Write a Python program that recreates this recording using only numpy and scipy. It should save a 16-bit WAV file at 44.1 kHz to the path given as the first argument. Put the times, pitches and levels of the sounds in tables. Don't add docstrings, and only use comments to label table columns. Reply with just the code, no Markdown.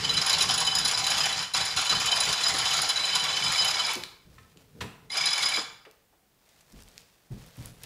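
import sys
import numpy as np
from scipy import signal
from scipy.fft import rfft, irfft, next_fast_len
from scipy.io import wavfile
from scipy.ndimage import uniform_filter1d, map_coordinates

SR = 44100
rng = np.random.default_rng(int(sys.argv[2]) if len(sys.argv) > 2 else 0)


def file_out(sig):
    cols = np.atleast_2d(sig).T
    lim = np.clip(cols, -1, 1)
    pcm = np.round(lim * 32767).astype(np.int16)
    wavfile.write(sys.argv[1], SR, pcm)


def gain_from_decibels(decibels):
    exponent = np.asarray(decibels, float) / 20
    return 10 ** exponent


N = 346185

# t/s, level/dB
EFFORT_SPANS = [
    [(0.0, -35.5), (0.45, -34), (0.66, -39.5), (1.2, -33.5), (1.42, -36), (1.53, -59), (1.55, -30.5),
     (1.76, -42), (1.78, -29)],
    [(1.78, -31.5), (1.89, -40), (1.92, -28.5), (1.96, -35), (2.76, -34), (2.99, -36), (3.9, -35.5),
     (3.95, -38)],
    [(5.098, -51), (5.156, -36), (5.3, -37.5), (5.588, -37), (5.63, -43)],
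]
# t/s, snap level/dB, weight level/dB, seat on wheel/rad
PULL_1 = [(0.0423, -37.5, -25, 0), (0.0917, -34, -25, 2), (0.1351, -30, -28, 0), (0.1656, -31, -24.5, 2.5),
          (0.2124, -31.5, -28, -2.5), (0.2608, -24.5, -27, 2.5), (0.2943, -22.5, -27, 2.5),
          (0.3268, -24.5, -25, 0.8), (0.3815, -28, -35, -6), (0.405, -22.5, -24, -3.5),
          (0.4205, -22, -33.5, 1.5), (0.5057, -29, -26.5, -1.5), (0.5377, -22, -34, -3),
          (0.5746, -22, -28, -4.9), (0.601, -19, -29, 0.7), (0.665, -26, -20, 0.5),
          (0.7492, -20.5, -26, -2), (0.783, -22.5, -25.5, -1.5), (0.847, -25, -26, 3),
          (0.8755, -23, -34, -2), (0.91, -23, -32.5, -6.5), (0.9724, -31.5, -31, 4),
          (1.0382, -28, -27.5, 2.5), (1.0642, -22.5, -22, 1.1), (1.1013, -23, -33, -3.3),
          (1.1743, -28, -31.5, -1.6), (1.254, -29, -39, 3.5), (1.322, -31, -30.5, -5),
          (1.423, -39.5, -36, 3)]
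PULL_2 = [(1.5349, -26.5, -30, 2.5), (1.5644, -26.5, -35.5, -3.5), (1.651, -26, -38.5, 0.5),
          (1.705, -36, -31, 1), (1.7618, -27.5, -28.5, 7.5), (1.8094, -29, -41.5, 7),
          (1.8469, -30.5, -35.5, 0.8), (1.8929, -26.5, -23, -5), (1.948, -32, -26.5, 1),
          (1.9978, -25, -38, 6.5), (2.0571, -26.5, -32, 0.8), (2.114, -27.5, -19.5, 0.4),
          (2.1569, -28.5, -30, -5), (2.2007, -22.5, -27.5, -4), (2.231, -29.5, -34, -9.5),
          (2.288, -25, -29, -0.6), (2.3251, -26, -30.5, 2.3), (2.4058, -35, -34.5, 6),
          (2.4329, -25.5, -24.5, -4), (2.4792, -24.5, -33.5, 1.5), (2.538, -27.5, -45.5, 3),
          (2.582, -27, -36, -8.5), (2.6532, -30.5, -26, 1), (2.706, -32, -24.5, 0.4),
          (2.7322, -26.5, -31.5, -5), (2.7657, -23.5, -31, 2.5), (2.8145, -23.5, -28, 4),
          (2.8885, -21.5, -23.5, 2.5)]
PULL_3 = [(2.957, -37.5, -23.5, 1.5), (3.05, -30.5, -34, 3), (3.151, -22.5, -30, -1),
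          (3.195, -31, -28, 0.4), (3.2372, -30.5, -31, 2.5), (3.3248, -38, -28.5, 0.7),
          (3.3617, -34.5, -26.5, 0), (3.4353, -30, -30, -1), (3.477, -32.5, -28, 2), (3.5174, -28, -43, -9),
          (3.5543, -32, -31, -1), (3.5776, -30.5, -24, 1.0), (3.613, -32, -21.5, 1), (3.644, -25, -27, 0.6),
          (3.675, -27, -26.5, -3), (3.7025, -30, -31, -1.5), (3.7918, -36.5, -25, 0.2),
          (3.863, -32.5, -36, -10), (3.911, -32, -50, -7), (3.935, -41, -48, 5)]
PULL_4 = [(5.0989, -44, -40.5, 2.5), (5.1137, -36, -38, -1.5), (5.1395, -39.5, -40, -4),
          (5.1686, -28, -30, -2.5), (5.207, -33.5, -31, -1.8), (5.2549, -27, -26, -3),
          (5.3023, -31.5, -32.5, -1.5), (5.3282, -30.5, -27.5, -1.5), (5.3773, -27.5, -39.5, -0.7),
          (5.424, -25, -30.5, -3), (5.453, -26.5, -29.5, -1.5), (5.4848, -28.5, -33, 0.5),
          (5.5352, -30, -32, -3), (5.5582, -30.5, -32, -2), (5.5894, -40.5, -43, -2)]
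LIGHT_EARLY = [(0.4871, -27.5, -28.0, 0), (0.6475, -30, -31.0, 2.9), (0.7108, -41, -26, 0.9),
               (0.81, -37, -31, 2.5), (0.9379, -40.5, -27.0, -3), (0.9855, -28.5, -37, 0),
               (1.0027, -41.5, -35.5, -4.5), (1.1324, -39, -31, -6.5), (1.1565, -44, -42, 8.5),
               (1.2003, -32.5, -29, -1.1), (1.2322, -31, -27.5, -1), (1.287, -36, -33, 0.4),
               (1.3878, -35, -32, -1.9), (1.4394, -45, -34.5, -0.5), (1.605, -38, -31.5, 1.5),
               (1.672, -37.5, -36.5, 4), (1.782, -31.5, -33, 2.5), (1.8627, -31, -27.5, 0.5),
               (2.0713, -33.5, -22, 0.3), (2.17, -39.5, -34.5, 1), (2.2499, -27, -35, -3.5),
               (2.3737, -47, -29.5, 1.5), (2.4614, -36.5, -25, -1.7), (2.5582, -32.5, -37, 5),
               (2.6101, -36, -27.5, -0.3), (2.6778, -37.5, -36, 1.5), (2.828, -30.5, -39.5, 1.5),
               (2.8486, -43.5, -32, 1.7)]
LIGHT_LATE = [(2.9293, -40.0, -27.0, -1), (2.9912, -39, -32, 2.5), (3.0351, -44.5, -23, 0.9),
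              (3.064, -33, -34, 0.5), (3.082, -41, -26.5, -3.5), (3.095, -42.0, -29.5, -0.5),
              (3.1239, -41.0, -27.5, 0), (3.2815, -39.5, -28, 1), (3.4202, -43, -28.5, -0.5),
              (3.4581, -34, -28, -0.5), (3.4971, -42.5, -37, -0.5), (3.532, -42.5, -43, 0),
              (3.5908, -36.5, -26.0, -1.3), (3.7385, -42.5, -28.5, 1.0), (3.8433, -46, -32.5, -2),
              (3.8961, -43.5, -35.5, 0.1), (5.1273, -44.0, -37.5, -0.5), (5.2301, -43.5, -31.5, -1.5),
              (5.266, -33.5, -29.5, 4.5), (5.283, -40, -39.5, 2), (5.3139, -41.5, -34, -3.5),
              (5.3548, -42, -32.5, 1), (5.4097, -41, -39.5, -4), (5.6093, -52, -42, -1)]
LOAD_DB = [-13, -11, 1, 9]
# f/Hz, width/Hz, level/dB
WHEEL = [(3040, 33.2, 4), (3983, 36.2, 6.5), (5009, 37.7, 8), (2220, 120, 0), (3445, 53, -13),
         (6776, 75, 5.5), (7150, 60, 1), (9914, 64.4, 2), (10440, 55, -12.5), (11750, 60, -12.5),
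         (12900, 180, -22), (13800, 140, -24.5), (14700, 180, -11.5), (15100, 70, -28)]
# f/Hz, width/Hz, level/dB
FRAME = [(781, 27, 12), (1015, 270, 5), (1362, 40, 6), (1670, 370, -4), (2480, 60, -20.5)]
# f/Hz, level/(dB per Hz)
GRIND = [(150, -47), (250, -23.5), (563, -14.5), (768, -9.5), (2020, -8.5), (3010, -4), (3960, -3),
         (5040, 0.5), (7000, -9), (9070, -15), (11000, -20.5), (13000, -33.5), (15500, -55)]
# t/s, peak level/dB, attack/s, hold/s, fade/(dB per s)
HEAVES = [(.38, -39.5, 0.024, 0.068, 34), (1.05, -44, 0.038, 0.28, 69), (1.88, -38, 0.026, .03, 40),
          (2.25, -38.5, 0.034, 0.016, 148), (2.5, -41.5, 0.018, .02, 15), (3.2, -44.5, 0.033, 0.23, 32),
          (3.94, -51.5, 0.018, .02, 41), (4.24, -60.5, .02, 0.48, 83), (4.73, -43, 0.096, 0.018, 110),
          (4.95, -53, 0.037, 0.6, 68), (6.62, -56, 0.19, .02, 50), (7.285, -58, 0.022, 0.45, 31),
          (7.81, -45, 0.026, .1, 30)]
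# f/Hz, level/(dB per Hz)
RUMBLE = [(12, -41.5), (20, -11.5), (112, 1.5), (141, 3), (177, 3), (206, -5.5), (300, -7.5), (325, -18),
          (437, -3.5), (500, -8.5), (650, -37.5), (1100, -120)]
# f/Hz, level/(dB per Hz)
HISS = [(15, -43.5), (25, -6), (458, -11.5), (497, -15), (650, -14.5), (724, -14.5), (785, -16),
        (1180, -19), (11600, -26), (15600, -22)]
# f/Hz, t60/s
GARAGE = [(150, 0.25), (1000, 0.6), (4000, 0.51), (8000, 0.43), (15000, 0.59)]
# t/s, peak level/dB, f/Hz, t60/s
THUDS = [(1.92, -16, 1045, 0.11), (2.54, -19.5, 400, 0.062), (3.958, -25.5, 363, 0.13),
         (4.249, -43.5, 81, 1), (4.551, -47, 265, 0.26), (4.75, -40.5, 173, 0.28), (4.814, -29, 155, 0.35),
         (5.576, -12.5, 286, 0.042), (5.862, -35.5, 438, 0.085), (6.125, -50, 702, 0.099),
         (6.725, -43, 165, 0.46), (7.303, -30, 131.6, 0.39), (7.575, -33.5, 110.2, 0.63),
         (7.303, -37, 45, 0.57), (7.577, -41, 39.4, 0.68), (6.736, -45, 40, 0.75), (4.25, -52, 40, 0.47)]
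# t/s, peak level/dB
COGS_SLACK = [(2.8894, -39), (2.9168, -34.5), (2.9447, -40), (2.9946, -40), (3.0171, -36), (3.0844, -37),
              (3.1024, -31), (3.1388, -29), (3.2296, -33), (3.253, -29), (3.2919, -30), (3.4241, -26),
              (3.465, -24), (3.5249, -30), (3.5588, -23), (3.6416, -31.5), (3.7374, -36), (3.7699, -26),
              (3.8402, -27), (3.8931, -27), (3.9355, -39), (3.9584, -42)]
COGS_TIGHT = [(5.1038, -35), (5.1282, -35.5), (5.1522, -32), (5.1687, -31.5), (5.1821, -24), (5.2111, -23),
              (5.2405, -23.5), (5.2654, -33.5), (5.2884, -25), (5.3143, -32.5), (5.3378, -28),
              (5.3587, -29), (5.3827, -23.5), (5.4086, -25), (5.436, -29), (5.4645, -22.5), (5.4864, -32),
              (5.5223, -28), (5.5478, -23.5), (5.5702, -24), (5.5917, -31.5)]
# f/Hz, level/dB
GEAR = [(2260, -1), (3480, -5.5)]
# t/s, peak level/dB, centre f/Hz, t60/s
KNOCKS = [(3.935, -20.5, 8860, 0.0067), (3.954, -19, 4030, 0.013), (4.036, -20.5, 2800, 0.014),
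          (4.3, -53.5, 3500, .03), (4.382, -48, 1500, .04), (4.43, -54.5, 2490, 0.027),
          (4.572, -42, 3500, 0.015), (4.806, -25, 2140, 0.091), (5.85, -41, 1520, .06),
          (5.912, -41, 6850, 0.006), (6.489, -51.5, 4490, 0.033), (6.607, -47, 4700, 0.0293),
          (6.72, -44, 6000, 0.008), (6.724, -41, 5500, 0.009), (6.803, -44, 4000, 0.014),
          (6.823, -35, 5490, .005), (6.835, -40, 6520, .006), (6.886, -37.5, 6000, 0.0067),
          (6.979, -27, 4020, 0.006), (6.985, -50, 2990, .2), (7.464, -40, 12150, 0.012),
          (7.569, -40.5, 11930, .01), (7.658, -26, 9980, 0.006), (7.822, -47, 6000, 0.0157),
          (7.835, -24.5, 8440, 0.006), (7.836, -33.5, 2990, 0.05)]
# t/s, peak level/dB, centre f/Hz
CRACKLES = [(6.733, -46.5, 7000), (6.781, -53, 8000), (6.879, -43, 3000), (6.916, -49.5, 5970),
            (6.921, -56, 1700), (6.973, -48.5, 7500), (6.994, -46.5, 8000), (7.006, -43, 6440),
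            (7.018, -46.5, 5040), (7.264, -54.5, 8130), (7.319, -48, 8500), (7.352, -53.5, 4480),
            (7.424, -49.5, 5500), (7.558, -50.5, 6000), (7.581, -50.5, 9000), (7.588, -50.5, 7000),
            (7.605, -48.5, 7030), (7.627, -48, 10300), (7.654, -43, 10870), (7.807, -54, 11000)]
# t/s, peak level/dB, attack/s, hold/s, fade/(dB per s)
RUSTLE = [
    (4.15, -64.5, 0.21, 0.024, 17),
    (4.62, -63.5, .18, .02, 200),
    (6.35, -65, 0.18, 0.17, 30),
    (6.7, -60, 0.069, 0.14, 32),
    (7.29, -59, .04, .3, 30),
    (7.45, -55.5, 0.1, .15, 60),
    (7.8, -50.5, .04, .1, 30),
]
# f/Hz, level/(dB per Hz)
CLOTH = [(290, -30), (500, 0), (638, -2.5), (901, -5), (1960, -6), (2650, -6.5), (4770, -7.5),
         (15500, -18.5)]
# f/Hz, level/dB, t60/s
LEVER = [(1308, -4.5, 0.23), (1780, -1.5, 0.12), (2410, -6, .08), (1060, -1, .08), (3429, -17, .08),
         (4177, -17, .08)]
# t/s, level/dB
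LEVER_AT = (4.38, -52)
# f/Hz, width/Hz, level/dB, t60/s
CLUNK = [(965, 75, 3, 0.15), (1290, 190, -17, 0.88), (780, 300, -13.5, 0.84), (2590, 72, -10, .5),
         (3700, 300, -8, .15), (7300, 1300, -15, .35)]
# t/s, level/dB
CLUNK_AT = (4.81, -42)

SEAT_DB = 7.5
TRAIL_S = 0.04
BRIGHT_DB, DULLS = -4.5, 0.12
SWAY_DB, SWAY_FOLLOWS, SWAY_SAG_DB_PER_S = -43, 0.5, 2.5
GESTURE_RISE_DB = 14.5
COG_RISE_S, COG_LEAD_S = 0.0026, 0.002047
CRACKLE_T60_S, SNAP = 0.006, 2.63
HISS_DB = -66.5
RING_ROOM = 0.53
GRIP_FROM_S, GRIP_ROOM = 6.3, 0.58
TOP_HZ = 15750
STARVE_HZ, STARVE_DB = 10400, -25


def unit(x):
    return x / np.sqrt(np.mean(x ** 2) + 1e-20)


def along(points, hz):
    f, v = np.transpose(points)
    return np.interp(np.log(hz + 1), np.log(f + 1), v)


def wobble(rate_hz):
    knots = rng.standard_normal(int(N * rate_hz / SR) + 4)
    return map_coordinates(knots, [np.arange(N) * rate_hz / SR])


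def filtered(x, response):
    m = next_fast_len(N + SR // 2)
    return irfft(rfft(x, m) * response(np.fft.rfftfreq(m, 1 / SR)), m)[..., :N]


def resonance(f, hz, width):
    return 1j * f * width / (hz * hz - f * f + 1j * f * width)


def noise(spectrum):
    return unit(filtered(rng.standard_normal(N), lambda f: gain_from_decibels(along(spectrum, f))))


def patchy(x, patchy_db):
    z = signal.stft(x, nperseg=512)[2]
    field = uniform_filter1d(rng.standard_normal(z.shape), size=4, axis=0)
    field = uniform_filter1d(field, size=4, axis=1)
    return signal.istft(z * gain_from_decibels(patchy_db * unit(field)), nperseg=512)[1][:N]


def add(track, s, piece):
    part = track[round(s * SR):][:len(piece)]
    part += piece[:len(part)]


def gestures(rows):
    s, peak_db, attack, hold, fade = np.transpose(rows)[:, :, None]
    at = np.arange(0, N + 64, 64)
    t = at / SR - s
    rise_db = GESTURE_RISE_DB * np.clip(1 - t / np.abs(attack), 0, 9)
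    fade_db = np.abs(fade) * np.maximum(t - attack - hold, 0)
    return np.interp(np.arange(N), at, (peak_db - rise_db - fade_db).max(axis=0))


def effort_db():
    levels = []
    for span in EFFORT_SPANS:
        s, db = np.transpose(span)
        levels.append(np.interp(np.arange(N) / SR, s, db, left=-120, right=-120))
    return np.max(levels, axis=0)


def teeth(firm):
    light = list(LIGHT_EARLY) + list(LIGHT_LATE)
    inside = [row for row in light if firm[0][0] < row[0] < firm[-1][0] + TRAIL_S]
    return sorted(list(firm) + inside)


def wheel_ring(t, db, weight_db, seat, load_db):
    hz, width, mode_db = np.transpose(WHEEL)[:, :, None]
    draw = rng.standard_normal((7, len(WHEEL), 1))
    level_db = db + mode_db + 1.6 * draw[0]
    seat_db = SEAT_DB * np.cos(seat - 2 * np.pi * np.arange(3) / 3)
    level_db[:3, 0] = weight_db + seat_db + mode_db[:3, 0]
    level_db[3] += load_db
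    split = 0.83 * width * draw[1]
    pair = np.sin(2 * np.pi * (hz + 0.2 * width * draw[2]) * t)
    pair = pair + 0.63 * np.sin(2 * np.pi * (hz + split) * t + 0.65 * draw[3])
    rise_s = 0.0066 * (3000 / hz) ** 0.65 * gain_from_decibels(0.49 * draw[4])
    beads_db = 1.4 * np.sin(2 * np.pi * 70 * gain_from_decibels(4.4 * draw[5]) * t + 2 * draw[6])
    swell = (1 - np.exp(-t / rise_s)) ** 2 * np.exp(-2.1 * width * t)
    return np.sum(gain_from_decibels(level_db + beads_db) * swell * pair, axis=0)


def pawl():
    ring, scrape = np.zeros(N), np.zeros(N)
    for firm, load_db in zip([PULL_1, PULL_2, PULL_3, PULL_4], LOAD_DB):
        drops = teeth(firm)
        starts = [row[0] for row in drops]
        gaps_s = np.diff(starts + [starts[-1] + 0.04])
        for (s, db, weight_db, seat), gap_s in zip(drops, gaps_s):
            t = np.arange(round(gap_s * SR) + SR // 40) / SR
            damped = np.exp(-np.maximum(t - gap_s + 0.0022, 0) / 0.015)
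            add(ring, s, gain_from_decibels(-2.0) * damped * wheel_ring(t, db, weight_db, seat, load_db))
            rub = (1 - np.exp(-t / 0.011)) * np.exp(-t / 0.0085)
            add(scrape, s, gain_from_decibels(0.84 * (db + 33.0)) * damped * rub)
    return ring, scrape


def winch():
    ring, scrape = pawl()
    effort = effort_db()
    bright_db = BRIGHT_DB - DULLS * np.maximum(effort + 36, -6)
    grind = patchy(noise(GRIND), patchy_db=2.5) * gain_from_decibels(1.3 * wobble(60) + 1.5 * wobble(300))
    tubes = filtered(grind, lambda f: sum(gain_from_decibels(db) * resonance(f, hz, w) for hz, w, db in FRAME))
    dull = filtered(grind, lambda f: 1 / (1 + (f / 2500) ** 4))
    keen = (0.25 + scrape) * (grind - dull)
    shimmer = filtered(keen, lambda f: sum(resonance(f, hz, 2.0 * w) for hz, w, _ in WHEEL))
    rubbing = (0.14 + scrape) * rng.standard_normal(N)
    sing = filtered(rubbing, lambda f: sum(gain_from_decibels(db) * resonance(f, hz, w) ** 2 for hz, w, db in WHEEL[7:]))
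    lag = 0.48 + np.roll(uniform_filter1d(scrape, size=400), 300)
    frame = gain_from_decibels(-3.5) * unit(lag * dull) + gain_from_decibels(-8.5) * unit(lag * tubes)
    edge = gain_from_decibels(3.5) * unit(keen) + gain_from_decibels(-0.5) * unit(shimmer) + gain_from_decibels(-17.0) * unit(sing)
    return ring, gain_from_decibels(effort) * frame + gain_from_decibels(effort + bright_db) * edge


def sway():
    cranked_db = SWAY_DB + SWAY_FOLLOWS * (effort_db() + 36.5) - SWAY_SAG_DB_PER_S * np.arange(N) / SR
    level_db = np.maximum(cranked_db, gestures(HEAVES)) - 3.0
    return gain_from_decibels(level_db) * unit(gain_from_decibels(2.9 * wobble(14)) * noise(RUMBLE))


def thuds():
    out, t = np.zeros(N), np.arange(SR // 2) / SR
    f = np.fft.rfftfreq(len(t), 1 / SR)
    for s, db, hz, t60 in THUDS:
        hit = rfft(rng.standard_normal(len(t)))
        puff = unit(irfft(hit * resonance(f, 1.02 * hz, 1.22 * hz) ** 2, len(t)))
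        push = 0.38 * np.sin(2 * np.pi * hz * t) + 0.65 * puff
        add(out, s, gain_from_decibels(db - 3.5 - 60 * t / t60) * (1 - np.exp(-t / 0.0077)) * push)
    return out


def gear():
    out, t = np.zeros(N), np.arange(SR // 30) / SR
    hz, mode_db = np.transpose(GEAR)[:, :, None]
    swell = t / COG_RISE_S * np.exp(1 - t / COG_RISE_S)
    for s, db in list(COGS_SLACK) + list(COGS_TIGHT):
        draw = rng.standard_normal((2, len(GEAR), 1))
        tone = gain_from_decibels(db + mode_db + 1.4 * draw[0]) * np.sin(2 * np.pi * hz * (1 + 0.021 * draw[1]) * t)
        add(out, s - COG_LEAD_S, swell * tone.sum(axis=0))
    return out


def ticks():
    out, t = np.zeros(N), np.arange(SR // 2) / SR
    f = np.fft.rfftfreq(len(t), 1 / SR)
    for s, db, hz, t60 in list(KNOCKS) + [(*row, CRACKLE_T60_S) for row in CRACKLES]:
        rise_s = 0.035 * t60
        burst = rng.standard_normal(len(t)) * gain_from_decibels(-60 * t / t60) * (1 - np.exp(-t / rise_s))
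        burst[round(rise_s * SR)] += SNAP
        crack = irfft(rfft(burst) * resonance(f, hz, 2.1 * hz) ** 3, len(t))
        add(out, s, gain_from_decibels(db) * crack / np.abs(crack).max())
    return out


def rustle():
    grains = gain_from_decibels(2.1 * wobble(25) + 2.3 * wobble(400)) * noise(CLOTH)
    return gain_from_decibels(gestures(RUSTLE) + 1.0) * unit(grains)


def lever():
    out, t = np.zeros(N), np.arange(SR // 4) / SR
    ring = np.zeros(len(t))
    for hz, db, t60 in LEVER:
        flutter_db = 3.8 * np.sin(2 * np.pi * rng.uniform(30, 70) * t)
        ring += gain_from_decibels(db - 60 * t / t60 + flutter_db) * np.sin(2 * np.pi * hz * t)
    add(out, LEVER_AT[0], gain_from_decibels(LEVER_AT[1]) * (1 - np.exp(-t / 0.0018)) * ring)
    return out


def clunk():
    out, t = np.zeros(N), np.arange(SR // 2) / SR
    f = np.fft.rfftfreq(len(t), 1 / SR)
    rattle = rfft(rng.standard_normal(len(t)))
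    tube = np.zeros(len(t))
    for hz, width, db, t60 in CLUNK:
        tube += gain_from_decibels(db - 60 * t / t60) * unit(irfft(rattle * resonance(f, hz, width), len(t)))
    add(out, CLUNK_AT[0], gain_from_decibels(CLUNK_AT[1]) * (1 - np.exp(-t / 0.0015)) * tube)
    return out


def garage(x):
    out, size = np.zeros(N + 2 * SR), SR // 4
    padded = np.pad(x, (size // 2, size))
    for start in range(0, N, size // 2):
        hz, t, z = signal.stft(rng.standard_normal(SR // 2), SR, nperseg=256)
        decay = gain_from_decibels(-60 * t / along(GARAGE, hz)[:, None])
        tail = signal.istft(z * decay, SR, nperseg=256)[1]
        piece = padded[start:start + size] * np.hanning(size)
        add(out, (start + 250) / SR, signal.fftconvolve(piece, tail / np.linalg.norm(tail)))
    return out[size // 2:][:N]


def scene():
    ring, grind = winch()
    moving = sway() + rustle()
    near = grind + thuds() + gear() + ticks() + lever() + clunk()
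    near_room = np.where(np.arange(N) / SR < GRIP_FROM_S, 1, GRIP_ROOM)
    walls = garage(near_room * near + RING_ROOM * ring)
    return (ring + near + gain_from_decibels(-3.5) * walls + moving + gain_from_decibels(HISS_DB) * noise(HISS))[None]


def starved(x):
    hz, _, z = signal.stft(x, SR, nperseg=1024)
    power = np.abs(z) ** 2
    patch = uniform_filter1d(uniform_filter1d(power, size=9, axis=-2), size=3, axis=-1)
    middle = power[..., hz > 1000, :].mean(axis=-2, keepdims=True)
    middle = uniform_filter1d(middle, size=3, axis=-1)
    lost = (hz[:, None] > STARVE_HZ) & (patch < gain_from_decibels(2 * STARVE_DB) * middle)
    return signal.istft(np.where(lost, 0, z), SR, nperseg=1024)[1][..., :N]


def low_pass(x):
    return signal.sosfilt(signal.butter(12, 15760, fs=SR, output="sos"), x)


def record(dry):
    mix = starved(filtered(dry, lambda f: f < TOP_HZ))
    return low_pass(mix)


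dry = scene()
out = record(dry)
file_out(out)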